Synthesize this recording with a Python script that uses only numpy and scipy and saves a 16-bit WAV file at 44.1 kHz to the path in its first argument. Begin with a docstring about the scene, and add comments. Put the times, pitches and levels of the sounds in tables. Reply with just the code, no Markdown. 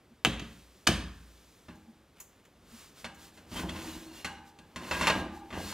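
"""Baking pan out of the oven

A kitchen cupboard bangs twice nearby, a hard crack over a wooden boom. Then mitts work a metal pan
out of the open oven in short pulls: it clanks, scrapes and squeals over the wire rack, ringing and
shaking the oven's steel box. Sleeves rustle over faint room noise, all picked up by two closely
spaced microphones."""
import sys
import numpy as np
from scipy import signal
from scipy.fft import rfft, irfft
from scipy.io import wavfile
from scipy.ndimage import map_coordinates

SR = 44100
rng = np.random.default_rng(int(sys.argv[2]) if len(sys.argv) > 2 else 0)


def unload_wav(signal):
    """Save mono or channel-first audio to the path in sys.argv[1] as 16-bit WAV at rate SR, clipped to [-1, 1]."""
    wavfile.write(
        sys.argv[1],
        SR,
        np.round(np.clip(np.atleast_2d(signal).T, -1, 1) * 32767).astype(np.int16),
    )


N = 252693
TIME = np.arange(N) / SR

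# kitchen reverb: (frequency [Hz], t60 [s])
ROOM_T60 = [(60, 0.92), (200, 0.6), (600, 0.46), (1500, 0.64), (3500, 0.54), (8000, 0.45), (15000, .36)]
# tone of the room noise: (frequency [Hz], level [dB])
ROOM_TONE = [(25, -19), (65, -3), (130, -8.5), (240, -8), (450, -12), (800, -17.5), (1800, -23),
             (3200, -25), (6200, -32), (10000, -34.5), (15000, -34.5)]

# sleeve and mitt swishes, one per arm movement: (time [s], half length [s], level [dB])
SWISHES = [(.55, 0.11, -68), (.8, 0.12, -72), (1.36, 0.32, -70), (2.797, 0.076, -60.5),
           (3.001, 0.032, -60.5), (3.242, 0.043, -60.5), (3.373, 0.034, -67.5), (3.576, 0.042, -52.5),
           (3.873, 0.13, -56.5), (4.177, 0.041, -59.5), (4.483, 0.022, -68), (4.977, 0.087, -54),
           (5.17, 0.026, -60), (5.366, 0.031, -65.5), (5.686, 0.085, -52.5)]
# tone of slipping cloth: (frequency [Hz], level [dB])
CLOTH_TONE = [(250, -21.5), (600, -17), (1100, -2), (2000, -5.5), (3500, -3.5), (7000, -5.5), (10000, -9),
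              (15000, -9)]
# a mitt rubbing over the rim: (time [s], half length [s], level [dB])
RUBS = [(1.968, 0.0096, -74.5), (2.185, 0.025, -61.5), (2.375, 0.06, -71.5), (2.458, .01, -66),
        (4.846, .012, -53), (5.694, 0.02, -58)]
# tone of a mitt on metal: (frequency [Hz], level [dB])
RUB_TONE = [(200, -30), (900, 9.5), (3000, 8), (4300, 0), (6000, -1.5), (15000, -6)]
# soft hollow bumps: (time [s], peak level [dB])
BUMPS = [(0.124, -54), (1.892, -46), (2.745, -46.5), (3.058, -42)]

# cupboard hits: (time [s], contact [dB], rattle decay [s], treble gain [dB], thump [dB])
CUPBOARD_BANGS = [(.2489, 7.5, 0.00024, -3.5, -3), (.2567, -1.5, 0.0011, -9, -14),
                  (.266, -14, 0.0035, -2, 0), (.395, -13, 0.0043, -3, -16.5),
                  (.416, -20.5, 0.041, -1.5, -15), (.8688, 3, 0.0026, -17.5, -5),
                  (.8722, 7.5, 0.0026, 3, -4.5), (.884, 0, 0.046, -5, 5), (1.012, -38, 0.026, -4, -34)]
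# tone of the door's crack: (frequency [Hz], level [dB])
CRACK_TONE = [(50, -21), (200, 1), (500, 2.5), (750, 2), (1200, 1.5), (2000, 5), (3300, 4.5), (4600, -1.5),
              (6500, -6), (9000, -12), (15000, -22)]
# ring of the door's catch: (frequency [Hz], energy [dB], t60 [s])
LATCH_MODES = [(1307, -5, 0.0063), (1510, -5, 0.0069), (2654, -7.5, 0.015), (3024, -1, 0.0063),
               (3860, -21.5, .008), (6010, -10.5, 0.0042)]
# boom of the wooden carcass: (frequency [Hz], energy [dB], t60 [s])
CUPBOARD_MODES = [(57.2, -10.5, 0.96), (72.6, -8.5, 0.14), (126, -6, 0.044), (178.5, -6, 0.13),
                  (216.6, -4.5, .13), (285, -7.5, 0.066), (330.7, -8, 0.055), (408, -12, 0.089),
                  (550, -11, 0.047), (716, -16.5, .05)]

# ring of the oven's steel box: (frequency [Hz], energy [dB], t60 [s])
OVEN_MODES = [(77.2, -7.5, 0.25), (175.6, -9, 0.21), (209.3, -10.5, 0.42), (240.4, -4.5, 0.41),
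              (316, -9.5, 0.99), (374.3, -13, 0.42), (508, -29.5, 0.38), (607, -15, 0.14)]
# tone of the box's rumble: (frequency [Hz], level [dB])
RUMBLE_TONE = [(60, -29), (120, -5.5), (170, -2.5), (240, -6), (330, 0.5), (450, -10), (900, -8),
               (3000, -50.5)]
# tone of the box's deep boom: (frequency [Hz], level [dB])
BOOM_TONE = [(25, -33.5), (50, -1.5), (75, -2.5), (110, -19.5), (200, -32), (1000, -59)]

# light, bright ticks of metal: (time [s], level [dB])
TICKS = [(1.755, -38), (2.201, -16.5), (2.206, -21), (2.451, -36), (3.146, -30)]
# tone of a tick: (frequency [Hz], level [dB])
TICK_TONE = [(300, -5), (2000, 0.5), (4500, -7.5), (6000, 2.5), (6900, 11), (8500, -1), (12000, 2),
             (15500, 0.5)]
# squeals and groans of pan on wire:
# (start [s], end [s], start pitch [Hz], end pitch [Hz], bandwidth [Hz], level [dB])
SQUEALS = [(3.551, 3.604, 3026, 3260, 204, -45.5), (3.688, 3.702, 3280, 3300, 210, -42),
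           (3.67, 4.17, 324, 320, 21, -49.5), (4.087, 4.264, 2800, 2790, 80, -62),
           (4.037, 4.25, 4270, 4340, 190, -68), (5.216, 5.295, 890, 550, 41, -57),
           (5.313, 5.5, 835, 800, 70, -52), (4.8, 5.5, 360, 330, 28, -53),
           (5.604, 5.77, 4130, 4600, 187, -58.5)]
# pan hitting the rack: (time [s], contact [dB], rattle decay [s], treble gain [dB], thump [dB])
PAN_CLANKS = [(1.684, -18.5, 0.026, -13, -14), (2.631, -40, 0.03, -6, -32),
              (3.044, -7.5, 0.014, 0.5, -16.5), (3.375, -26.5, 0.017, 3, -24),
              (3.515, -19.5, 0.044, 6.5, -9.5), (3.56, -8.5, 0.049, -2, -10),
              (3.595, -14, 0.0098, -5, -9.5), (3.694, -10, 0.0092, -0.5, -8.5),
              (3.756, -12.5, 0.043, -3, -16), (4.2455, -5, 0.017, 5, -12.5),
              (4.588, -31, 0.0082, 11, -23.5), (4.76, -10, 0.014, 3.5, -11.5), (4.911, 3, 0.021, -9, -9),
              (5.011, 5, 0.036, -3.5, -4), (5.07, 9.5, 0.018, -1, -9), (5.1, 5.5, 0.0066, -25, -4),
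              (5.2, -15.5, 0.005, -3, -18), (5.505, -14.5, 0.017, -15, -21), (5.526, -8, 0.054, -16, -11)]
# short pulls over the rack: (start [s], length [s], scrape [dB], judder [dB])
PULLS = [(3.507, 0.13, -52, -45), (3.667, 0.29, -44, -52), (3.986, 0.39, -55, -64.5),
         (4.766, 0.15, -42, -54), (4.907, .19, -30.5, -48), (5.104, 0.11, -45.5, -42.5),
         (5.525, .09, -47, -46.5), (5.646, .11, -41.5, -57)]
# tone of pan-on-rack contact: (frequency [Hz], level [dB])
PAN_TONE = [(60, -20), (250, -7.5), (450, -1), (1000, 3.5), (1600, 2), (3000, -0.5), (4200, -5.5),
            (5200, -11.5), (7200, -11.5), (10000, -18), (15000, -28.5)]
# ring of the pan: (frequency [Hz], energy [dB], t60 [s])
PAN_MODES = [(797, -19, 0.98), (855, -13, 1), (937, -16.5, 1), (1040, -18, 0.5), (1190, -26, 1),
             (1516, -14, 0.31), (1625, -6.5, 0.18), (1713, -22, 1), (2276, -30.5, 0.14), (2400, -61, 0.62),
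             (2640, -28, 0.39), (2880, -17, 0.21), (3550, -35, 0.14), (3880, -27.5, 0.81),
             (5650, -29, 0.13), (7170, -60, 0.2)]

REGRIP_S, GRIPPED_DB, FREE_DB = (4.24, 4.7), -7, -4  # the pan rings freer while the mitts change hold
PRESS_DB = -29  # scrape level at which the pan is pressed down hard enough to halve its ring
SIDE = np.array([[1], [-1]])  # opposite polarity, left and right


def amp(db):
    """Decibels to gain."""
    return 10 ** (np.asarray(db) / 20)


def unit(x):
    """Scale to an energy of one."""
    return x / np.sqrt(np.sum(x ** 2) + 1e-20)


def at_hz(points, hz):
    """Read a table on a log-frequency axis."""
    f, value = np.transpose(points)
    return np.interp(np.log(np.maximum(hz, 1)), np.log(f), value)


def convolve(x, response):
    """Pass a sound through an impulse response."""
    return signal.fftconvolve(x, response)[:len(x)]


def filtered(x, hz, kind="low", order=2):
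    """Pass a sound through a gentle filter."""
    return signal.sosfilt(signal.butter(order, hz, kind, fs=SR, output="sos"), x)


def colour(tone, size=4096):
    """An EQ curve as a minimum-phase response of unit energy."""
    gains = amp(at_hz(tone, np.arange(size // 2 + 1) * SR / size))
    cepstrum = irfft(np.log(gains))
    cepstrum[1:size // 2] *= 2
    return unit(irfft(np.exp(rfft(cepstrum[:size // 2 + 1], size))))


def dying(t60):
    """One second of exponential decay."""
    return amp(-60 * TIME[:SR] / t60)


def swell(time, width):
    """A smooth rise and fall around one moment."""
    return np.exp(-.5 * ((TIME - time) / width) ** 2)


def ringing(modes):
    """Response of a struck body: a damped sine per mode, signs alternating."""
    return sum((-1) ** k * amp(db) * unit(np.sin(2 * np.pi * hz * TIME[:SR]) * dying(t60))
               for k, (hz, db, t60) in enumerate(modes))


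def grains(per_s, spread_db):
    """Tiny contacts of uneven size at random moments; rms 1."""
    sizes = amp(spread_db * np.minimum(rng.exponential(1, N), 4)) * rng.choice([-1, 1], N)
    return unit(sizes * (rng.random(N) < per_s / SR)) * np.sqrt(N)


def blows(hits, per_s, click_s):
    """Each hit is a sharp contact that rattles out, plus a thump on the heavy body."""
    contact, thump = np.zeros((2, N + SR))
    chatter = grains(per_s, spread_db=-0.5)
    for time, db, decay_s, treble_db, thump_db in hits:
        at = int(time * SR)
        burst = unit(np.roll(chatter, -at)[:SR] * np.exp(-TIME[:SR] / decay_s))
        burst[0] += click_s / decay_s  # a short hit is one clean click, a long rattle starts softly
        burst = unit(burst)
        treble = filtered(burst, 3500, "high", order=1)
        contact[at:at + SR] += amp(db) * (burst + (amp(treble_db) - 1) * treble)
        thump[at] += amp(thump_db)
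    return contact[:N], thump[:N]


def pull(start, length, attack_s=0.028, release_s=0.024):
    """Envelope of one pull: it takes hold, keeps its force and dies away."""
    age = np.maximum(TIME - start, 0)
    return np.minimum(age / attack_s, 1) * np.exp(-np.maximum(age - length, 0) / release_s)


def arm_movement(stretch=1):
    """Envelope of the moving arms: each swish swells and fades."""
    return np.sqrt(sum((amp(db) * swell(time, width * stretch)) ** 2 for time, width, db in SWISHES))


def diffuse(source, side_db):
    """A wide source reaches both microphones alike in the bass and ever less alike in the treble."""
    return source() + amp(side_db) * np.gradient(source()) * SIDE


def kitchen(x, early_db, early_t60, wet_db, build_up_s, wide_hz):
    """Direct sound, quick reflections off nearby panels and a tail dying band by band."""
    edges = np.geomspace(30, 18000, num=15)
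    white = rng.standard_normal((2, 2, SR))
    echoes = 0
    for k, (low, high) in enumerate(zip(edges, edges[1:])):
        mid, side = filtered(white[k % 2], [low, high], "band")
        hz = np.sqrt(low * high)
        tail = unit(dying(at_hz(ROOM_T60, hz)) * (1 - np.exp(-TIME[:SR] / build_up_s)))
        decay = np.hypot(amp(early_db) * unit(dying(early_t60)), amp(wet_db) * tail)
        band_gain = np.sqrt(2 * (high - low) / SR * np.sum(decay ** 2))
        angle = np.pi / 4 * min(hz / wide_hz, 1)  # the image opens up toward the treble
        stereo = np.cos(angle) * unit(mid * decay) + np.sin(angle) * unit(side * decay) * SIDE
        echoes = echoes + band_gain * stereo
    return np.array([x + convolve(x, channel) for channel in echoes])


def room_noise(floor_db=-63, stir_db=-2.5):
    """A soft, bass-heavy bed, a little fuller while the cook moves."""
    gain = np.hypot(amp(floor_db), amp(stir_db) * arm_movement(stretch=3))
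    return gain * convolve(rng.standard_normal(N), colour(ROOM_TONE))


def rack_wires(count=70, low_hz=1493, high_hz=14870, t60=0.18):
    """Response of the rack: every wire has a thin note of its own."""
    spots = (np.arange(count) + rng.random(count)) / count
    notes = low_hz + (high_hz - low_hz) * spots
    return unit(ringing([(hz, db, t60) for hz, db in zip(notes, rng.normal(0, 3, count))]))


def sleeves_and_mitts():
    """Denim slips in a fine hiss; mitts brush the wires in a pull and rub coarsely over the rim."""
    swish = amp(7) * arm_movement() * convolve(grains(per_s=15000, spread_db=2), colour(CLOTH_TONE))
    on_rack = np.minimum(sum(pull(start, length) for start, length, _, _ in PULLS), 1)
    brushed = amp(-3.5) * convolve(swish * on_rack, rack_wires())
    rub_gain = sum(amp(db) * swell(time, width) for time, width, db in RUBS)
    rub = rub_gain * convolve(grains(per_s=10000, spread_db=7), colour(RUB_TONE))
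    return swish + brushed + rub


def bumps(hz=229, width_s=0.012):
    """A padded touch swells and fades on one low note."""
    return np.sin(2 * np.pi * hz * TIME) * sum(amp(db) * swell(time, width_s) for time, db in BUMPS)


def cupboard():
    """A wooden door and its catch: a hard crack over the boom of the carcass."""
    contact, thump = blows(CUPBOARD_BANGS, per_s=13000, click_s=0.0011)
    crack = amp(-1.5) * convolve(contact, colour(CRACK_TONE))
    latch = amp(-2.5) * convolve(contact, ringing(LATCH_MODES))
    return crack + latch + convolve(thump, ringing(CUPBOARD_MODES))


def oven_box(thump, judder, judder_gain):
    """Thumps and judder ring the steel box; each pull adds rumble and a deep boom."""
    ring = convolve(thump + judder, ringing(OVEN_MODES))
    rumble = convolve(judder, colour(RUMBLE_TONE))
    boom = amp(-5) * judder_gain * convolve(rng.standard_normal(N), colour(BOOM_TONE))
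    return ring + rumble + boom


def ticks():
    """Small ticks of metal, each a short, bright shimmer of noise."""
    clicks = np.zeros(N + SR)
    for time, db in TICKS:
        at = int(time * SR)
        clicks[at:at + SR] += amp(db) * unit(rng.standard_normal(SR) * dying(t60=0.086))
    return amp(-2.5) * convolve(clicks[:N], colour(TICK_TONE))


def squeals():
    """A slipping edge sings briefly on a rough, gliding note."""
    out = np.zeros(N)
    for start, end, start_hz, end_hz, width_hz, db in SQUEALS:
        progress = np.clip((TIME - start) / (end - start), 0, 1)
        phase = 2 * np.pi * np.cumsum(start_hz + (end_hz - start_hz) * progress) / SR
        wander = filtered(rng.standard_normal((2, N)), width_hz / 2)
        note = unit(wander[0] * np.cos(phase) + wander[1] * np.sin(phase)) * np.sqrt(N)
        out += amp(db) * np.sqrt(np.abs(np.sin(np.pi * progress))) * note
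    return out


def stick_slip(rate_hz, depth_db):
    """Fluttering gain of a sliding edge that catches and lets go many times a second."""
    flutter = filtered(rng.standard_normal(N), rate_hz)
    return amp(depth_db * flutter / np.std(flutter))


def paired(modes, split=0.0067):
    """A pan is never quite round: each mode splits into two that beat."""
    return [(hz * (1 + sign * split * rng.uniform(0.48, 1)), db + 2.5, t60)
            for hz, db, t60 in modes for sign in (-1, 1)]


def pan_on_rack():
    """Clanks and scrapes ring the pan, muffled by the mitts, and shake the oven box under it."""
    contact, thump = blows(PAN_CLANKS, per_s=6000, click_s=0.0024)
    scrape_gain = sum(amp(db) * pull(start, length) for start, length, db, _ in PULLS)
    judder_gain = sum(amp(db) * pull(start, length) for start, length, _, db in PULLS)
    catching = stick_slip(rate_hz=45, depth_db=2.5)
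    drive = contact + amp(-6) * scrape_gain * catching * grains(per_s=2500, spread_db=0.5)
    judder = amp(1) * judder_gain * catching * grains(per_s=510, spread_db=8)
    regripping = (TIME > REGRIP_S[0]) & (TIME < REGRIP_S[1])
    freedom = amp(np.where(regripping, FREE_DB, GRIPPED_DB)) / (1 + scrape_gain / amp(PRESS_DB))
    clatter = amp(-3) * convolve(drive, colour(PAN_TONE))
    ring = convolve(drive * freedom, ringing(paired(PAN_MODES)))
    return clatter + ring, oven_box(thump, judder, judder_gain)


def scene():
    """The pan sounds from inside the oven, the cupboard from across the room, the sleeves up close."""
    pan, box = pan_on_rack()
    metal = pan + squeals() + ticks()
    inside = kitchen(metal, early_db=-4.5, early_t60=0.042, wet_db=-6, build_up_s=0.0014, wide_hz=14400)
    # the oven's walls radiate straight into the room
    walls = kitchen(box, early_db=-21, early_t60=0.063, wet_db=-1, build_up_s=0.0082, wide_hz=13600)
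    door = kitchen(cupboard(), early_db=-1, early_t60=0.083, wet_db=-7, build_up_s=0.011, wide_hz=13000)
    cloth = diffuse(sleeves_and_mitts, side_db=-26.5)
    bed = diffuse(room_noise, side_db=-32.5)
    return inside + walls + door + bumps() + cloth + bed


def record(dry, lag_samples=1.03, cutoff_hz=15600):
    """Sound reaches the left microphone a moment later; a steep low-pass cuts the top."""
    left = map_coordinates(dry[0], [np.arange(N) - lag_samples], order=3)
    return signal.sosfilt(signal.ellip(10, .2, 80, cutoff_hz, fs=SR, output="sos"), [left, dry[1]])


dry = scene()
out = record(dry)
unload_wav(out)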